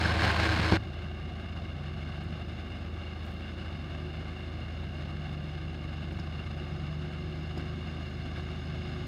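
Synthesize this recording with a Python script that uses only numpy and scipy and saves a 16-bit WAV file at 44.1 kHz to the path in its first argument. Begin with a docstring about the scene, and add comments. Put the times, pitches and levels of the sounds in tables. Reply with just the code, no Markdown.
"""Heavy rain drums on the roof of a small idling truck and something knocks on its body; then, abruptly,
it is a quiet lane after the shower: the idle throbs and clatters, steady tones hum, a motor tricycle revs
in short pulls and putters closer, and a few drips tick on the bodywork.
The engine, hum and exhaust tones are sines; the clatter, rain and tyre spray are noise or random impacts
shaped by spectra and resonances; knocks and drips are short sounds that die away."""
import sys
import numpy as np
from scipy.fft import rfft, irfft, next_fast_len
from scipy.io import wavfile
from scipy.ndimage import map_coordinates

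SR = 44100
rng = np.random.default_rng(int(sys.argv[2]) if len(sys.argv) > 2 else 0)


def inscribe(sig):
    """Save sig as 16-bit PCM at rate SR to the path in sys.argv[1].

    A 1-D sig is mono; a 2-D sig holds one channel per row.
    Samples are clipped to [-1, 1] before scaling.
    """
    pcm = np.round(np.clip(np.atleast_2d(sig).T, -1, 1) * 32767)
    wavfile.write(sys.argv[1], SR, pcm.astype(np.int16))


N = 399987

LANE_START_S = 0.770
CYCLE_HZ = 8.892  # four-stroke cycles per second
TOP_HZ = 15720  # band limit of the whole sound

# Idle boom in the cab. Each row: multiple of the engine cycle rate, rms level in dB.
IDLE = [(3, -74), (6, -48.5), (9, -40.5), (12, -53.5), (15, -60.5), (18, -62.5), (24, -58.5), (36, -58.5)]
# Rumble of the shaking body. Each row: frequency in Hz, relative level in dB per Hz.
RUMBLE = [(25, -44), (40, -23), (55, -5), (75, -4.5), (100, 3.5), (115, -5), (165, 1.5), (210, -5.5),
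          (285, -8), (325, -7.5), (370, -5.5), (410, -16.5), (600, -15), (1000, -59)]
# Spectrum of the engine clatter. Each row: frequency in Hz, relative level in dB per Hz.
CLATTER = [(300, -15), (550, 6), (750, 11.5), (950, -3.5), (1500, 5), (2500, -29), (4000, -7),
           (5800, -18.5), (7800, -27.5), (9000, -25.5), (11000, -45), (15500, -50)]
# Cab air and panel resonances. Each row: frequency in Hz, width in Hz, relative level in dB.
CAB = [(713, 156, -3), (1175, 142, -0.5), (1600, 200, -1.5), (2136, 130, -0.5), (2801, 150, 1.5),
       (3567, 283, -7), (4250, 125, -11), (5016, 120, -12.5), (6230, 150, -30.5), (6620, 52, -21.5),
       (9160, 400, -35.5), (10800, 100, -34), (12350, 170, -39)]
# Rasping exhaust lines. Each row: multiple of the firing rate, rms level in dB before RASP_DB is added.
EXHAUST = [(7, -60.5), (10, -58), (14, -57.5)]
# Cab modes that boost a passing exhaust line. 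Each row: frequency in Hz, half width in Hz,
# strength in dB of the sound added to the plain line.
BOOMS = [(258.2, 4, 2), (360, 3.8, 9)]
# Short throttle pulls. Each row: start in seconds, length in seconds, starting note in Hz, level in dB.
PULLS = [(0.779, 0.44, 137.8, -51.5), (1.66, 0.64, 141.5, -43.5), (3.625, 0.682, 147, -46.5)]
# The drive up the lane on a held throttle. Each row: time in seconds, exhaust note in Hz, level in dB.
DRIVE = [(4.45, 140.7, -49.3), (4.7, 140.7, -49), (5.25, 150.1, -41), (6.05, 151.4, -44.5),
         (6.6, 150.0, -43), (6.88, 150.1, -38), (7.15, 155.5, -43.5), (7.42, 154.8, -40.4),
         (8.1, 157, -48.5), (8.85, 156.1, -43.2)]
# Hiss of the wet tyres. Each row: frequency in Hz, relative level in dB.
TYRE_HISS = [(400, -4), (1600, 1), (2800, 0.0), (4200, 7.5), (6600, 12.5), (9500, 7.5), (15000, 3)]
# Spectrum of rain on the street. Each row: frequency in Hz, relative level in dB per Hz.
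RAIN = [(76, -30), (130, -3.5), (179, -2.5), (267, -10), (330, -4), (458, -8.5), (726, -6), (1320, -10),
        (2180, -9.5), (3320, -15), (4400, -15.5), (6000, -31), (9200, -36), (11000, -45), (15500, -51)]
# Roof panel modes rung by rain. Each row: frequency in Hz, width in Hz, relative level in dB.
ROOF = [(175, 42, 4.5), (322, 19, 6.5), (573, 25, -5.5), (726, 76, -2), (1060, 78, -1.5), (1585, 175, 1.5),
        (2170, 94, -6), (4100, 410, -12), (5160, 120, -12.5), (6410, 110, -21.5)]
# Idle boom in the downpour. Each row: multiple of the engine cycle rate, rms level in dB.
WET_IDLE = [(6, -47), (9, -32), (12, -37)]
# Blows on the body. Each row: time in seconds, thud level in dB, rattle level in dB.
KNOCKS = [(0.176, -39, -43), (0.384, -40, -36), (0.399, -33, -21), (0.594, -30, -47), (0.7223, -21, -19.5),
          (0.738, -28.5, -28), (6.121, -40.5, -45), (6.189, -46, -39), (7.574, -37, -41)]
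# Body modes in a thud. Each row: frequency in Hz, relative level in dB, seconds to fade by 60 dB.
BODY = [(102, 2, 0.39), (179, 2.5, 0.091), (206.6, -2, 0.1), (260, -10, 0.11), (322, 1.5, 0.077),
        (353, -8.5, 0.11), (537, -13, 0.076), (714, -11, .07)]
# Dull rattle of a blow. Each row: frequency in Hz, relative level in dB.
RATTLE = [(60, -25), (200, -12), (750, 3), (1500, -7.5), (3000, -15), (6000, -25), (15000, -60)]
# Drips on the bodywork. Each row: time in seconds, splash level in dB, ring level in dB.
DRIPS = [(2.235, -63, -74), (3.25, -62, -80), (4.161, -69, -75), (5.328, -66, -75), (6.122, -63, -59),
         (6.194, -74, -48), (7.576, -59, -51)]
# Tinny ring of a drip. Each row: frequency in Hz, width in Hz, relative level in dB.
TIN = [(5040, 300, 12), (6700, 400, -3), (9050, 700, -18), (10830, 200, -21)]
# Splash of a drip. Each row: frequency in Hz, relative level in dB.
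SPLASH = [(1000, 0), (10000, 2), (15500, -6)]
# Steady hums: fan and belt drive, plus a cab resonance near 364 Hz.
# Each row: frequency in Hz, rms level in dB.
HUMS = [(97.6, -56), (195.3, -55), (222, -56.5), (253.5, -60), (364, -61.5)]

REV_HZ_PER_S = 17  # how fast the note climbs during a pull
OPEN_S, CLOSE_S = 0.0795, 0.15  # time for a pull to rise and to fade
START_M, SPEED_M_PER_S = 44.6, 3.86  # the tricycle's first distance and its closing speed
RASP_DB, UNDER_DB, TYRES_DB = -1, -45.5, -54  # upper exhaust lines, fifth line and tyres, all at 10 m
RAIN_DB, RAIN_SWELL_DB = -30.5, 0.5  # base level of the rain, depth of its slow swells
TRICKLE_S, TRICKLE_LENGTH_S, TRICKLE_DB = 3.18, 0.27, -74  # level before the swell and bass cut


def amp(db):
    """Turn decibels into gain."""
    return 10 ** (np.asarray(db) / 20)


def unit(x):
    """Scale to rms 1."""
    return x / np.sqrt(np.mean(x ** 2) + 1e-20)


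def curves(rows):
    """Join the points of each column after the time, giving one value per sample."""
    s, *cols = np.transpose(rows)
    return [np.interp(np.arange(N) / SR, s, c) for c in cols]


def wobble(rate):
    """Make a smooth random curve with this many random points a second."""
    points = rng.standard_normal(int(N * rate / SR) + 4)
    return map_coordinates(points, [np.arange(N) * rate / SR])


def filtered(x, response):
    """Multiply the spectrum of x by a response that depends on frequency."""
    m = next_fast_len(N + SR // 2)
    hz = np.fft.rfftfreq(m, 1 / SR)
    return irfft(rfft(x, m) * response(hz), m)[:N]


def coloured(x, points):
    """Shape x by a spectrum of (Hz, dB) points, at rms 1."""
    f, db = np.transpose(points)
    return unit(filtered(x, lambda hz: amp(np.interp(np.log(hz + 1), np.log(f), db))))


def resonated(x, modes):
    """Ring x through steep-sided (Hz, width, dB) resonances, at rms 1."""
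    def peak(hz, centre, width):
        damping = 1.5j * hz * width
        return (damping / (centre * centre - hz * hz + damping)) ** 2  # squared for steep sides

    return unit(filtered(x, lambda hz: sum(amp(db) * peak(hz, c, w) for c, w, db in modes)))


def tone(turns):
    """A sine of rms 1 that follows a running count of turns, from a random start."""
    return np.sqrt(2) * np.sin(2 * np.pi * (turns + rng.random()))


def drops(rate, spread_db):
    """Random impacts, this many a second on average, of varied strength, at rms 1."""
    lands = rng.random(N) < rate / SR
    return unit(lands * rng.standard_normal(N) * amp(spread_db * rng.standard_normal(N)))


def add(track, s, sound):
    """Mix a short sound in at time s."""
    part = track[round(s * SR):][:len(sound)]
    part += sound[:len(part)]


def idle(cycle):
    """Three firings a cycle boom steadily in the cab, over the rumble of the shaking body."""
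    boom = sum(amp(db + 0.35 * wobble(5)) * tone(k * cycle) for k, db in IDLE)
    shake = amp(0.92 * np.sin(2 * np.pi * 3 * cycle) + 0.33 * wobble(14))
    rumble = unit(shake * coloured(rng.standard_normal(N), RUMBLE))
    return boom + amp(-44.0) * rumble


def clatter(cycle):
    """The engine's top end rattles unevenly, slightly louder at each firing, and rings the cab."""
    firing = amp(0.12 * np.sin(2 * np.pi * 3 * cycle))
    rattle = firing * amp(0.51 * wobble(13) + 0.94 * wobble(55) + 1.44 * wobble(260))
    ring = amp(-50.0 + 0.46 * wobble(30)) * resonated(rattle * rng.standard_normal(N), CAB)
    direct = amp(-53.5) * coloured(rattle * rng.standard_normal(N), CLATTER)
    return ring + direct


def tricycle():
    """A single-cylinder exhaust, strongest on its sixth line; rasp and wet tyre hiss grow as it nears."""
    note_hz, note_gain = throttle()
    distance_m = np.maximum(START_M - SPEED_M_PER_S * np.arange(N) / SR, 10)
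    near = 10 / distance_m
    firing_hz = note_hz / 6  # the note is the sixth line of the firing rate
    firing = np.cumsum(note_hz * (1 + 0.003 * wobble(14))) / SR / 6
    note = amp(0.4 * wobble(6)) * tone(6 * firing)
    under = tone(5 * firing)

    def cab_gain(hz):
        return 1 + sum(amp(db) / (1 + ((hz - centre) / width) ** 2) for centre, width, db in BOOMS)

    rasp = np.zeros(N)
    for k, db in EXHAUST:
        line = tone(k * firing + 0.08 * wobble(25))  # the unsteady phase roughens it
        rasp += cab_gain(k * firing_hz) * amp(db + 1.6 * wobble(8.3)) * line
    spray = resonated(drops(rate=6500, spread_db=2.5), CAB)
    tyres = coloured(spray, TYRE_HISS)
    growing = amp(RASP_DB) * rasp + amp(UNDER_DB) * under + amp(TYRES_DB) * tyres
    return note_gain * note + near * growing


def throttle():
    """Exhaust note (Hz) and gain of the tricycle: a few rising pulls, then the long drive."""
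    t = np.arange(N) / SR
    drive_hz, drive_db = curves(DRIVE)
    note_hz, gain = np.full(N, drive_hz[0]), np.zeros(N)
    for s, length, start_hz, db in PULLS:
        rising_hz = start_hz + REV_HZ_PER_S * np.clip(t - s, 0, length)
        note_hz = np.where(t >= s, rising_hz, note_hz)
        opening = np.clip((t - s) / OPEN_S, 0, 1)
        closing = np.clip(1 - (t - s - length) / CLOSE_S, 0, 1)
        gain = gain + amp(db) * opening * closing
    held = np.clip((t - DRIVE[0][0]) / OPEN_S, 0, 1)  # blends from the pulls into the drive
    return (1 - held) * note_hz + held * drive_hz, (1 - held) * gain + held * amp(drive_db)


def downpour(cycle):
    """Rain hisses on the street and drums on the roof in clumps, over a booming idle and a low panel hum."""
    rain_db = RAIN_DB + RAIN_SWELL_DB * wobble(3.9)
    clumps = amp(0.85 * wobble(24.3) + 0.9 * wobble(149.5))
    street = coloured(clumps * drops(rate=6000, spread_db=1.0), RAIN)
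    roof = resonated(clumps * drops(rate=900, spread_db=2), ROOF)
    boom = sum(amp(db) * tone(k * cycle) for k, db in WET_IDLE)
    panel = resonated(rng.standard_normal(N), [(96.0, 14, 0)])  # Hz, width in Hz, dB
    return amp(rain_db - 1.5) * street + amp(rain_db - 3.0) * roof + boom + amp(-40.5) * panel


def knocks():
    """Blows on the body: each rings a few low modes and gives a short, dull rattle."""
    t, out = np.arange(SR // 3) / SR, np.zeros(N)
    loose = coloured(rng.standard_normal(N), RATTLE)
    for s, thud_db, rattle_db in KNOCKS:
        thud = np.zeros(len(t))
        for hz, level, t60 in BODY:
            mode_db = level + rng.normal(0, 2.5)  # each blow excites the modes differently
            thud += amp(mode_db - 60 * t / t60) * np.sin(2 * np.pi * hz * t)
        rattle = loose[round(s * SR):][:len(t)] * amp(-60 * t / 0.023)
        attack = 1 - np.exp(-t / 0.0002)
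        add(out, s, attack * (amp(thud_db) * thud + amp(rattle_db) * rattle))
    # high-pass: keeps deep bass out of the knocks
    return filtered(out, lambda hz: (1j * hz / (1j * hz + 60)) ** 2)


def drips():
    """Each drip is a tiny splash and a tinny ring; droplets tick at random and water trickles once."""
    t, out = np.arange(SR // 6) / SR, np.zeros(N)
    tin = resonated(rng.standard_normal(N), TIN)
    wet = coloured(rng.standard_normal(N), SPLASH)
    for s, splash_db, ring_db in DRIPS:
        splash = amp(splash_db - 60 * t / 0.049) * wet[round(s * SR):][:len(t)]
        ring = amp(ring_db - 60 * t / 0.075) * tin[round(s * SR):][:len(t)]
        attack = 1 - np.exp(-t / 0.00083)
        add(out, s, attack * (splash + ring))
    progress = np.clip((np.arange(N) / SR - TRICKLE_S) / TRICKLE_LENGTH_S, 0, 1)
    trickle = amp(TRICKLE_DB) * np.sin(np.pi * progress) * drops(rate=600, spread_db=4)
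    droplets = amp(-93) * drops(rate=25, spread_db=3)
    # tiny drops have no bass
    return out + filtered(trickle + droplets, lambda hz: (1j * hz / (1j * hz + 3000)) ** 2)


def hums():
    """Steady tones of the fan, the belt drive and a cab resonance share one slightly unsteady pitch."""
    drift = np.cumsum(1 + 0.00202 * wobble(3)) / SR
    return sum(amp(db + 2.1 * wobble(4)) * tone(hz * drift) for hz, db in HUMS)


def scene():
    """One engine cycle drives both parts; the downpour stops dead where the lane begins."""
    cycle = np.cumsum(CYCLE_HZ * (1 + 0.002 * wobble(4))) / SR
    in_lane = np.clip((np.arange(N) / SR - LANE_START_S) / 0.002, 0, 1)
    lane = idle(cycle) + clatter(cycle) + tricycle() + drips() + hums()
    return ((1 - in_lane) * downpour(cycle) + in_lane * lane + knocks())[None]


def record(dry):
    """Keep nothing above the band limit."""
    return filtered(dry[0], lambda hz: hz < TOP_HZ)[None]


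dry = scene()
out = record(dry)
inscribe(out)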